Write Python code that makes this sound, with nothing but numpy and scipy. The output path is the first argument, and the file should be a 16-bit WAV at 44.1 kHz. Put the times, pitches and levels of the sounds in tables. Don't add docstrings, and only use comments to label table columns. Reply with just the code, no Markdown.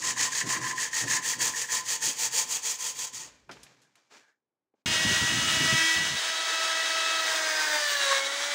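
import sys
import numpy as np
from scipy import signal
from scipy.fft import rfft, irfft, next_fast_len
from scipy.io import wavfile
from scipy.ndimage import uniform_filter1d

SR = 44100
rng = np.random.default_rng(int(sys.argv[2]) if len(sys.argv) > 2 else 0)


def pcm_store(signal):
    levels = np.round(np.clip(np.atleast_2d(signal), -1, 1) * 32767)
    wavfile.write(sys.argv[1], SR, levels.astype(np.int16).T)


def linear_from_db(decibels):
    return 10 ** (np.asarray(decibels, float) / 20)


N = 376613
TOOL_IN_S = 4.859

# (frequency [Hz], level [dB])
HUSH_SPECTRUM = [(60, -12.5), (300, 4.5), (1000, -5), (4000, -27.5), (16000, -31)]

# (frequency [Hz], width [Hz], level [dB])
BENCH_RINGS = [(124, 9.8, 4.5), (290, 140, 7), (70, 37, -12)]
# (time [s], peak level [dB], hold [s], fall [dB/s])
BENCH_JOLTS = [(0.0, -50.5, 0.2, 45), (0.44, -40.5, 0.035, 220), (0.54, -44, 0.054, 48.5),
               (1.04, -36.5, 0, 180), (1.09, -45, 0.026, 69), (1.37, -45.5, 0.04, 64),
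               (1.73, -56, 0.075, 128), (1.81, -62, 0.25, 50), (2.07, -43, 0, 220), (2.13, -60, 0.34, 120),
               (2.66, -81, 0, 45), (2.95, -61, 0, 50), (3.13, -58, 0.067, 62), (3.49, -59.5, 0, 47),
               (3.83, -72.5, 0.024, 248), (4.17, -74, 0.0065, 272)]
# (time [s], peak level [dB], hold [s], fall [dB/s])
BENCH_RUMBLE = [(3.2, -72, 0.44, 900)]

# (frequency [Hz], level [dB])
GUST_SPECTRUM = [(30, -45), (60, -4), (140, 3.5), (250, -0.5), (500, -14), (1200, -54)]
# (time [s], peak level [dB], hold [s], fall [dB/s])
AIR_GUSTS = [(4.86, -34, 0.02, 76), (5.05, -32.5, 0.03, 95), (5.12, -29.5, 0, 373), (5.226, -27.5, 0, 500),
             (5.3, -39.5, 0.2, 100), (5.54, -37, 0.12, 200), (5.72, -33, 0.019, 300),
             (5.8, -52, 0.046, 500), (5.965, -44, 0.09, 270), (6.12, -43, 0.02, 400), (6.298, -58, 0, 272)]

# (time [s], peak level [dB], centre [Hz], t60 [s])
BENCH_TOUCHES = [(3.493, -33, 1100, 0.11), (3.493, -41, 300, 0.35), (3.513, -36, 3600, 0.15),
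                 (3.569, -45, 1500, 0.05), (3.632, -37.5, 6000, 0.074), (3.666, -46.5, 2000, 0.061),
                 (3.69, -61, 280, .15), (3.81, -63, 300, .2), (3.818, -55, 5000, 0.17),
                 (3.955, -50.5, 1870, 0.06), (3.955, -54, 5560, .05), (4.107, -56, 2500, .08),
                 (4.739, -60, 498, 0.064), (4.781, -74, 397, .1)]
# (frequency [Hz], level [dB])
RUSTLE_SPECTRUM = [(60, -41), (240, -12.5), (480, -5), (1200, -6.5), (1800, -7.5), (2800, -10.5),
                   (7000, -12), (10000, -29.5), (16000, -37.5)]
# (frequency [Hz], width [Hz], level [dB])
FOLD_RINGS = [(1620, 150, -7), (2360, 90, 4.5), (890, 63, -8.5), (271, 35, -1.5)]
# (time [s], peak level [dB], hold [s], fall [dB/s])
CLOTH_DRAGS = [(3.25, -56, 0.029, 170), (3.32, -63, 0.032, 83), (3.52, -60, 0.15, 62), (3.97, -66, 0, 88),
               (4.12, -54.5, 0.055, 202), (4.25, -72, 0.05, 400), (4.76, -88, 0.06, 1500)]
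# (time [s], peak level [dB], hold [s], fall [dB/s])
FOLD_SLIDES = [(3.82, -79, 0.046, 300), (4.22, -73, 0.11, 500)]

# (start [s], rise [s], rasp level before a common trim [dB], handle ring level [dB])
STROKES = [(0.021, 0.076, -30, -42.5), (0.174, 0.051, -28, -38.5), (0.32, 0.062, -29.5, -48),
           (0.468, 0.055, -30.5, -37), (0.619, 0.061, -33.5, -39.5), (0.769, 0.066, -30.5, -47.5),
           (0.931, 0.059, -28.5, -48), (1.077, 0.063, -27, -42.5), (1.237, 0.056, -26.5, -46),
           (1.397, 0.03, -24.5, -41.5), (1.542, 0.06, -30.5, -48.5), (1.693, 0.057, -26.5, -43),
           (1.86, 0.064, -27.5, -54), (2.018, 0.049, -25, -54.5), (2.172, 0.072, -26.5, -57),
           (2.327, 0.055, -24, -51.5), (2.479, 0.057, -28.5, -53.5), (2.631, 0.052, -28, -57),
           (2.798, 0.062, -29.5, -53.5), (2.958, 0.062, -32, -54), (3.13, 0.017, -37, -60)]
# (frequency [Hz], level [dB])
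GRIT_SPECTRUM = [(35, -41.5), (70, -26.5), (200, -25.5), (500, -25), (1300, -18), (2500, -16.5),
                 (3800, -12.5), (5500, -8), (6700, 0), (7400, -4), (8500, -9.5), (11500, -22.5),
                 (13800, -29), (14700, -12.5), (16000, -32.5)]
# (frequency [Hz], width [Hz], level [dB])
WOOD_RINGS = [(471, 33, -11), (889, 10, -8), (2440, 370, -1), (3283, 120, -1.5), (4585, 60, -0.5)]
# (frequency [Hz], width [Hz], level [dB])
HANDLE_RINGS = [(1021.7, 17, 0)]
# (frequency [Hz], width [Hz], level [dB])
TAUT_CLOTH_RINGS = [(1868, 175, 13), (1670, 110, 11), (2550, 130, -17.5), (3224, 180, -1)]
# (time [s], strength of the driving click before a common lift [dB])
CLOTH_CATCHES = [(0.032, -27.5), (0.163, -29), (0.3313, -26.5), (0.4702, -37), (0.616, -28), (0.781, -22),
                 (0.932, -22), (1.073, -29), (1.2276, -30.5), (1.4058, -22.5), (1.537, -28), (1.689, -26.5),
                 (2.03, -37), (3.137, -42.5)]
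# (time [s], treble up and bass down by [dB], flutter level [dB])
PLACE_ON_HANDLE = [(0, -7.5, -38.5), (0.23, -5.5, -34.5), (0.8, -4, -37.5), (1.13, -3, -34),
                   (1.3, -1, -38.5), (1.75, -1.2, -39.5), (2.0, -0.5, -43.5), (3.0, 0, -52.5),
                   (3.3, -4.5, -61)]

# (time [s], speed [turns/s])
SHAFT_SPEED = [(4.86, 316.2), (5.05, 318.9), (5.45, 322.8), (5.75, 324.3), (6.3, 324.9), (7.0, 324.8),
               (7.15, 324.4), (7.36, 319.6), (7.53, 313.6), (7.75, 302.2), (7.95, 287.8), (8.07, 277.0),
               (8.16, 272.6), (8.25, 274.6), (8.4, 284.4), (8.54, 290.0)]
# (from [s], to [s])
STANCE_CHANGES = [(5.98, 6.2), (7.2, 7.48), (7.77, 7.83), (8.19, 8.23)]
# (order [turns], carried [dB], held [dB], grazing [dB], pressed [dB], eased [dB])
WHINE_ORDERS = [(1, -52.5, -58.5, -54, -93, -61.5), (2, -53, -44, -40.5, -40, -42),
                (3, -49, -51, -45.5, -60, -51.5), (4, -51, -39.5, -48.5, -41.5, -48.5),
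                (5, -50, -44, -40, -45, -46.5), (6, -33, -41, -42, -33, -59.5),
                (7, -43, -48, -47, -57, -47), (8, -42, -42, -49.5, -50.5, -44),
                (9, -38.5, -49.5, -49, -58, -68), (10, -42.5, -43.5, -58, -43, -68),
                (12, -47, -45, -51, -43, -47), (14, -66, -45.5, -57, -45.5, -43),
                (16, -43.5, -45, -40, -40.5, -52)]
# (middle [s], half length [s], order [turns], change [dB])
HAND_SHIFTS = [(5.89, 0.067, 2, -12), (5.554, .07, 2, 8), (8.08, 0.15, 16, -6), (5.876, 0.091, 1, 2),
               (5.762, .06, 8, 5), (4.862, 0.11, 6, -14), (4.9, 0.12, 9, 0.5), (5.54, 0.13, 9, 4.5),
               (5.87, 0.11, 10, 2.5), (6.017, 0.044, 6, 5.5), (6.557, 0.092, 6, -3), (6.856, 0.1, 4, -4),
               (7.953, 0.1, 12, 2), (8.033, 0.056, 6, -4), (8.12, 0.09, 4, 10), (5.044, 0.17, 6, 0),
               (5.05, 0.21, 2, 5.5), (5.05, 0.24, 4, -14), (5.3, .13, 5, 3), (5.437, 0.24, 4, 12),
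               (5.45, .12, 6, -7.5), (5.527, 0.12, 12, 8), (5.688, 0.13, 4, 13), (5.708, 0.088, 2, 9.5),
               (5.75, .3, 5, 5.5), (5.875, 0.13, 9, -21), (6.2, 0.29, 4, -7), (6.205, 0.54, 2, -5.5),
               (6.2, 0.29, 8, -8), (6.68, 0.14, 4, 4), (6.81, 0.08, 6, 6), (7.03, 0.22, 4, 4.5),
               (7.09, 0.16, 8, 4), (7.62, 0.081, 5, 7.5), (7.633, .08, 8, 7), (7.626, 0.1, 2, -8),
               (7.71, 0.23, 3, 4.5), (7.75, 0.056, 6, 6.5), (7.746, 0.059, 12, 7), (8.058, 0.17, 14, 11.5),
               (8.148, 0.14, 2, 8.5), (8.164, 0.096, 8, 17.5), (8.54, 0.22, 7, 9)]
# (order [turns], level [dB])
RUSH_ORDERS = [(11, -20.5), (13, -19), (15, -28), (18, -27.5), (20, -20.5)]
# (time [s], fan and brush level [dB], treble up and bass down by [dB], whine lift [dB])
TOOL_RUSH = [(4.86, -24.5, 1.5, 1.5), (5.2, -24, 1.5, -1), (5.4, -26, 2, -1), (5.65, -23.5, 2, 0),
             (5.86, -27, 6, 7), (6.0, -25.5, 0, -0.5), (6.1, -28, 2, -1.5), (6.5, -27, 0.5, 0),
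             (7.3, -25.5, 0, 0.5), (7.78, -24, 1, 1), (7.85, -28, 4, -1.5), (8.0, -25.5, 2, -2),
             (8.12, -23.5, 2, -2), (8.19, -23.5, 1.5, -6), (8.23, -28, 0, 1), (8.4, -27, 0.5, -2.5),
             (8.54, -27, 0.5, 0)]
# (frequency [Hz], level [dB])
RUSH_SPECTRUM = [(150, -50), (300, -17), (600, -9), (1150, -6.5), (1800, 0), (2400, -4.5), (2900, -19),
                 (4100, -9), (5200, -9), (6400, -9), (8500, -14.5), (11000, -26.5), (13700, -43),
                 (14700, -31.5), (16000, -15)]
# (frequency [Hz], width [Hz], level [dB])
HOUSING_RINGS = [(1580, 230, -2), (3905, 170, 24.5), (1100, 1500, -14)]
# (carried [dB], held [dB], grazing [dB], pressed [dB], eased [dB])
RATTLE_BY_STANCE = (-13, -9, -17, -10, -13.5)
# (frequency [Hz], width [Hz], level [dB])
VENT_RINGS = [(3086, 1020, 4.5), (2280, 580, -2.5), (6160, 760, -9.5)]
# (carried [dB], held [dB], grazing [dB], pressed [dB], eased [dB])
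VENT_BY_STANCE = (-8, -10, -15.5, -14, -12.5)
# (time [s], level of each order [dB])
GRIT_SING = [(7.05, -88), (7.2, -53), (7.5, -55), (7.75, -54), (7.95, -54), (8.15, -70)]
# (frequency [Hz], width [Hz], level [dB])
STEEL_RINGS = [(1600, 140, 0), (1830, 180, 4), (1040, 220, -4), (3260, 400, -9)]
# (carried [dB], held [dB], grazing [dB], pressed [dB], eased [dB])
GRIND_BY_STANCE = (-90, -70, -39, -40, -56.5)


def rms_one(x):
    return x / np.sqrt(np.mean(x ** 2) + 1e-20)


def in_time(rows, before=None, after=None):
    s, *columns = np.transpose(rows)
    return [np.interp(np.arange(N) / SR, s, c, before, after) for c in columns]


def by_stance(values):
    return np.interp(np.arange(N) / SR, np.ravel(STANCE_CHANGES), np.repeat(values, 2)[1:-1])


def colour(x, points):
    size = next_fast_len(N)
    hz, db = np.transpose(points)
    bins_hz = np.arange(size // 2 + 1) * SR / size
    shape = linear_from_db(np.interp(np.log(bins_hz + 1), np.log(hz), db))
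    return rms_one(irfft(rfft(x, size) * shape, size)[:N])


def highpass(x, order, hz):
    return signal.sosfilt(signal.butter(order, hz, "high", fs=SR, output="sos"), x)


def tilt(x, corner_hz, db):
    dull = signal.lfilter(*signal.butter(1, corner_hz, fs=SR), x)
    return dull * linear_from_db(-db) + (x - dull) * linear_from_db(db)


def drift(rate_hz):
    r = np.exp(-2 * np.pi * rate_hz * 40 / SR)
    slow = signal.lfilter([1], [1, -2 * r, r * r], rng.standard_normal(N // 40 + 2002))[2000:]
    return np.interp(np.arange(N) / 40, np.arange(len(slow)), rms_one(slow))


def resonate(x, modes, like=1):
    out = 0
    for k, (hz, width_hz, db) in enumerate(modes):
        r = np.exp(-np.pi * width_hz / SR)
        ring = signal.lfilter([1, 0, -1], [1, -2 * r * np.cos(2 * np.pi * hz / SR), r * r], x)
        out = out + (-1) ** k * linear_from_db(db) * rms_one(ring)
    return rms_one(out) * np.sqrt(np.mean(np.square(like)))


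def grains(per_s, spread_db):
    sizes = linear_from_db(spread_db * np.minimum(rng.exponential(1, N), 5)) * rng.choice([-1, 1], N)
    return sizes * (rng.random(N) < per_s / SR) + 1e-9


def bursts(rows, rise_db_per_s, rest_db=-120):
    t, level_db = np.arange(N) / SR, np.full(N, float(rest_db))
    for s, db, hold, fall in rows:
        rising = rise_db_per_s * np.maximum(s - t, 0)
        falling = fall * np.maximum(t - s - hold, 0)
        level_db = np.maximum(level_db, db - rising - falling)
    return linear_from_db(level_db)


def stroke_shape(levels_db, depth_db, squareness):
    t, power = np.arange(N // 20 + 2) * 20 / SR, 0
    for (start, rise, *_), db in zip(STROKES, levels_db):
        length_s = 0.11 if start < 2.55 else 0.12
        away = t - start - rise
        reach = np.abs(away / np.where(away < 0, rise, length_s - rise))
        power = power + linear_from_db(2 * (db - depth_db * reach ** squareness))
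    return np.interp(np.arange(N) / 20, np.arange(len(t)), np.sqrt(power))


def hush():
    return linear_from_db(-92) * colour(rng.standard_normal(N), HUSH_SPECTRUM)


def shop(x):
    t60_s, wall_cut_hz = 0.43, 2175
    t = np.arange(SR // 2) / SR
    tail = rng.standard_normal(len(t)) * linear_from_db(-60 * t / t60_s) * (t > .004)
    tail = signal.lfilter(*signal.butter(1, wall_cut_hz, fs=SR), tail)
    return signal.fftconvolve(x, tail / np.sqrt(np.sum(tail ** 2)))[:N]


def bench():
    rings = resonate(rng.standard_normal(N), BENCH_RINGS)
    jolts = rings * bursts(BENCH_JOLTS, rise_db_per_s=600, rest_db=-106)
    deep_band = signal.butter(2, [48, 85], "band", fs=SR, output="sos")
    deep = signal.sosfilt(deep_band, rng.standard_normal(N))
    return jolts + rms_one(deep) * bursts(BENCH_RUMBLE, rise_db_per_s=150)


def buffet():
    lumps = rng.standard_normal(N) * linear_from_db(1.8 * drift(17))
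    return colour(lumps, GUST_SPECTRUM) * bursts(AIR_GUSTS, rise_db_per_s=700, rest_db=-89)


def dropped_strip():
    crinkle = grains(3700, spread_db=0.0)
    rustle = colour(crinkle, RUSTLE_SPECTRUM) + linear_from_db(-5.5) * resonate(crinkle, FOLD_RINGS)
    out = rustle * bursts(CLOTH_DRAGS, rise_db_per_s=800)
    out += resonate(crinkle, FOLD_RINGS[:1]) * bursts(FOLD_SLIDES, rise_db_per_s=800)
    length = 9000
    for s, db, hz, t60 in BENCH_TOUCHES:
        dying = rng.standard_normal(length) * linear_from_db(-60 * np.arange(length) / SR / t60)
        band = [hz / 2.1, min(hz * 1.6, 18000)]
        puff = signal.lfilter(*signal.butter(2, band, "band", fs=SR), dying)
        out[round(s * SR):][:length] += linear_from_db(db) * puff / np.abs(puff).max()
    return out


def strip():
    grit = grains(14000, spread_db=2.0) * linear_from_db(1.4 * drift(60))
    slips = grit * linear_from_db(3.6 * drift(70))
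    rasp_db, ring_db = np.transpose(STROKES)[2:]
    bright_db, flutter_db = in_time(PLACE_ON_HANDLE)

    rasp = tilt(colour(grit, GRIT_SPECTRUM), 6000, bright_db)
    rasp = rasp + linear_from_db(-11.0) * resonate(np.roll(grit, SR), WOOD_RINGS)
    rasp = rasp * stroke_shape(rasp_db, depth_db=10.0, squareness=2.35) * linear_from_db(-0.5)

    pull = stroke_shape(ring_db, depth_db=0.5, squareness=16.0)
    handle = resonate(slips * pull, HANDLE_RINGS, like=pull)

    held = stroke_shape(0 * ring_db, depth_db=4.5, squareness=27.0) * linear_from_db(flutter_db)
    flutter = resonate(slips * held, TAUT_CLOTH_RINGS, like=held)

    catch = np.zeros(N)
    for s, db in CLOTH_CATCHES:
        catch[round(s * SR)] = linear_from_db(db)
    snaps = resonate(catch + 1e-18, TAUT_CLOTH_RINGS[:2], like=catch * linear_from_db(15.5))
    return rasp + handle + flutter + snaps


def whine(turn, load, bounce, lift_db):
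    t, out = np.arange(N) / SR, np.zeros(N)
    for order, *stance_db in WHINE_ORDERS:
        level_db = by_stance(stance_db) + lift_db + 3.5
        for s, half, shifted, db in HAND_SHIFTS:
            if shifted == order:
                flank = 1.25 * (1 - np.abs(t - s) / half)
                level_db = level_db + db * np.clip(flank, 0, 1)
        waver_db = (1.5 + 1.5 * load) * (order > 2) * drift(60) + 1.7 * drift(20)
        shake = bounce if order > 3 else 1
        out += linear_from_db(level_db + waver_db) * shake * np.sin(order * turn + order ** 2)
    return out


def rush_and_shell(turn, bounce, rush_db, tilt_db):
    orders = np.zeros(N)
    for order, order_db in RUSH_ORDERS:
        orders += linear_from_db(rush_db + order_db + 1.8 * drift(15.0)) * np.sin(order * turn + order ** 2)
    air = rng.standard_normal(N) * (1 + 0.1 * np.cos(turn)) * linear_from_db(0.92 * drift(10.5))
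    rush = tilt(colour(air, RUSH_SPECTRUM), 2700, tilt_db) * linear_from_db(rush_db - 5)
    rattle = resonate(air * bounce * linear_from_db(0.79 * drift(68)), HOUSING_RINGS)
    rattle = rattle * linear_from_db(rush_db + by_stance(RATTLE_BY_STANCE))
    vents = resonate(air, VENT_RINGS) * linear_from_db(rush_db + by_stance(VENT_BY_STANCE))
    shell = highpass(rattle + vents, 3, 500)
    return orders, rush + shell


def singing_grit(turn, speed):
    ring_hz, width_hz = 15200, 1400
    sing_db, out = in_time(GRIT_SING, before=-120, after=-120)[0], np.zeros(N)
    for order in range(42, 54, 2):
        near = np.exp(-((order * speed - ring_hz) / width_hz) ** 2 / 2)
        out += near * linear_from_db(sing_db + 5.2 * drift(6.0)) * np.sin(order * turn)
    return out


def grinding(turn):
    bites = np.maximum(np.cos(turn / 2), 0) ** 12.4 * linear_from_db(2.6 * drift(40))
    bites = bites * (1 + 0.9 * rng.standard_normal(N))
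    return highpass(resonate(bites, STEEL_RINGS), 4, 800) * linear_from_db(by_stance(GRIND_BY_STANCE))


def motor():
    free_turns_per_s, stall_drop_turns_per_s = 325, 52
    speed = uniform_filter1d(in_time(SHAFT_SPEED)[0], size=3000)
    load = np.clip((free_turns_per_s - speed) / stall_drop_turns_per_s, 0, 1)
    turn = 2 * np.pi * np.cumsum(speed * (1 + 0.000724 * drift(25.5))) / SR
    bounce_depth = np.clip(0.3 * load * linear_from_db(8.0 * drift(43)), 0, 1)
    bounce = 1 + bounce_depth * np.cos(turn / 2 + 2.7 * drift(8))
    rush_db, tilt_db, lift_db = in_time(TOOL_RUSH)
    orders, noise = rush_and_shell(turn, bounce, rush_db, tilt_db)
    tones = whine(turn, load, bounce, lift_db) + orders + singing_grit(turn, speed)
    return tones + noise + grinding(turn)


def scene():
    sanding = strip()
    first = sanding + dropped_strip() + linear_from_db(-13) * shop(sanding) + bench()
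    second = (motor() + buffet()) * (np.arange(N) >= TOOL_IN_S * SR)
    return np.tile(first + hush() + second, (2, 1))


def band_limit(x):
    return signal.sosfilt(signal.butter(12, 17060, fs=SR, output="sos"), x)


def record(dry):
    heard = highpass(dry, 2, 50)
    top_cut = signal.ellip(12, .5, 70, 15750, fs=SR, output="sos")
    heard = signal.sosfilt(top_cut, heard)
    return band_limit(heard)


dry = scene()
out = record(dry)
pcm_store(out)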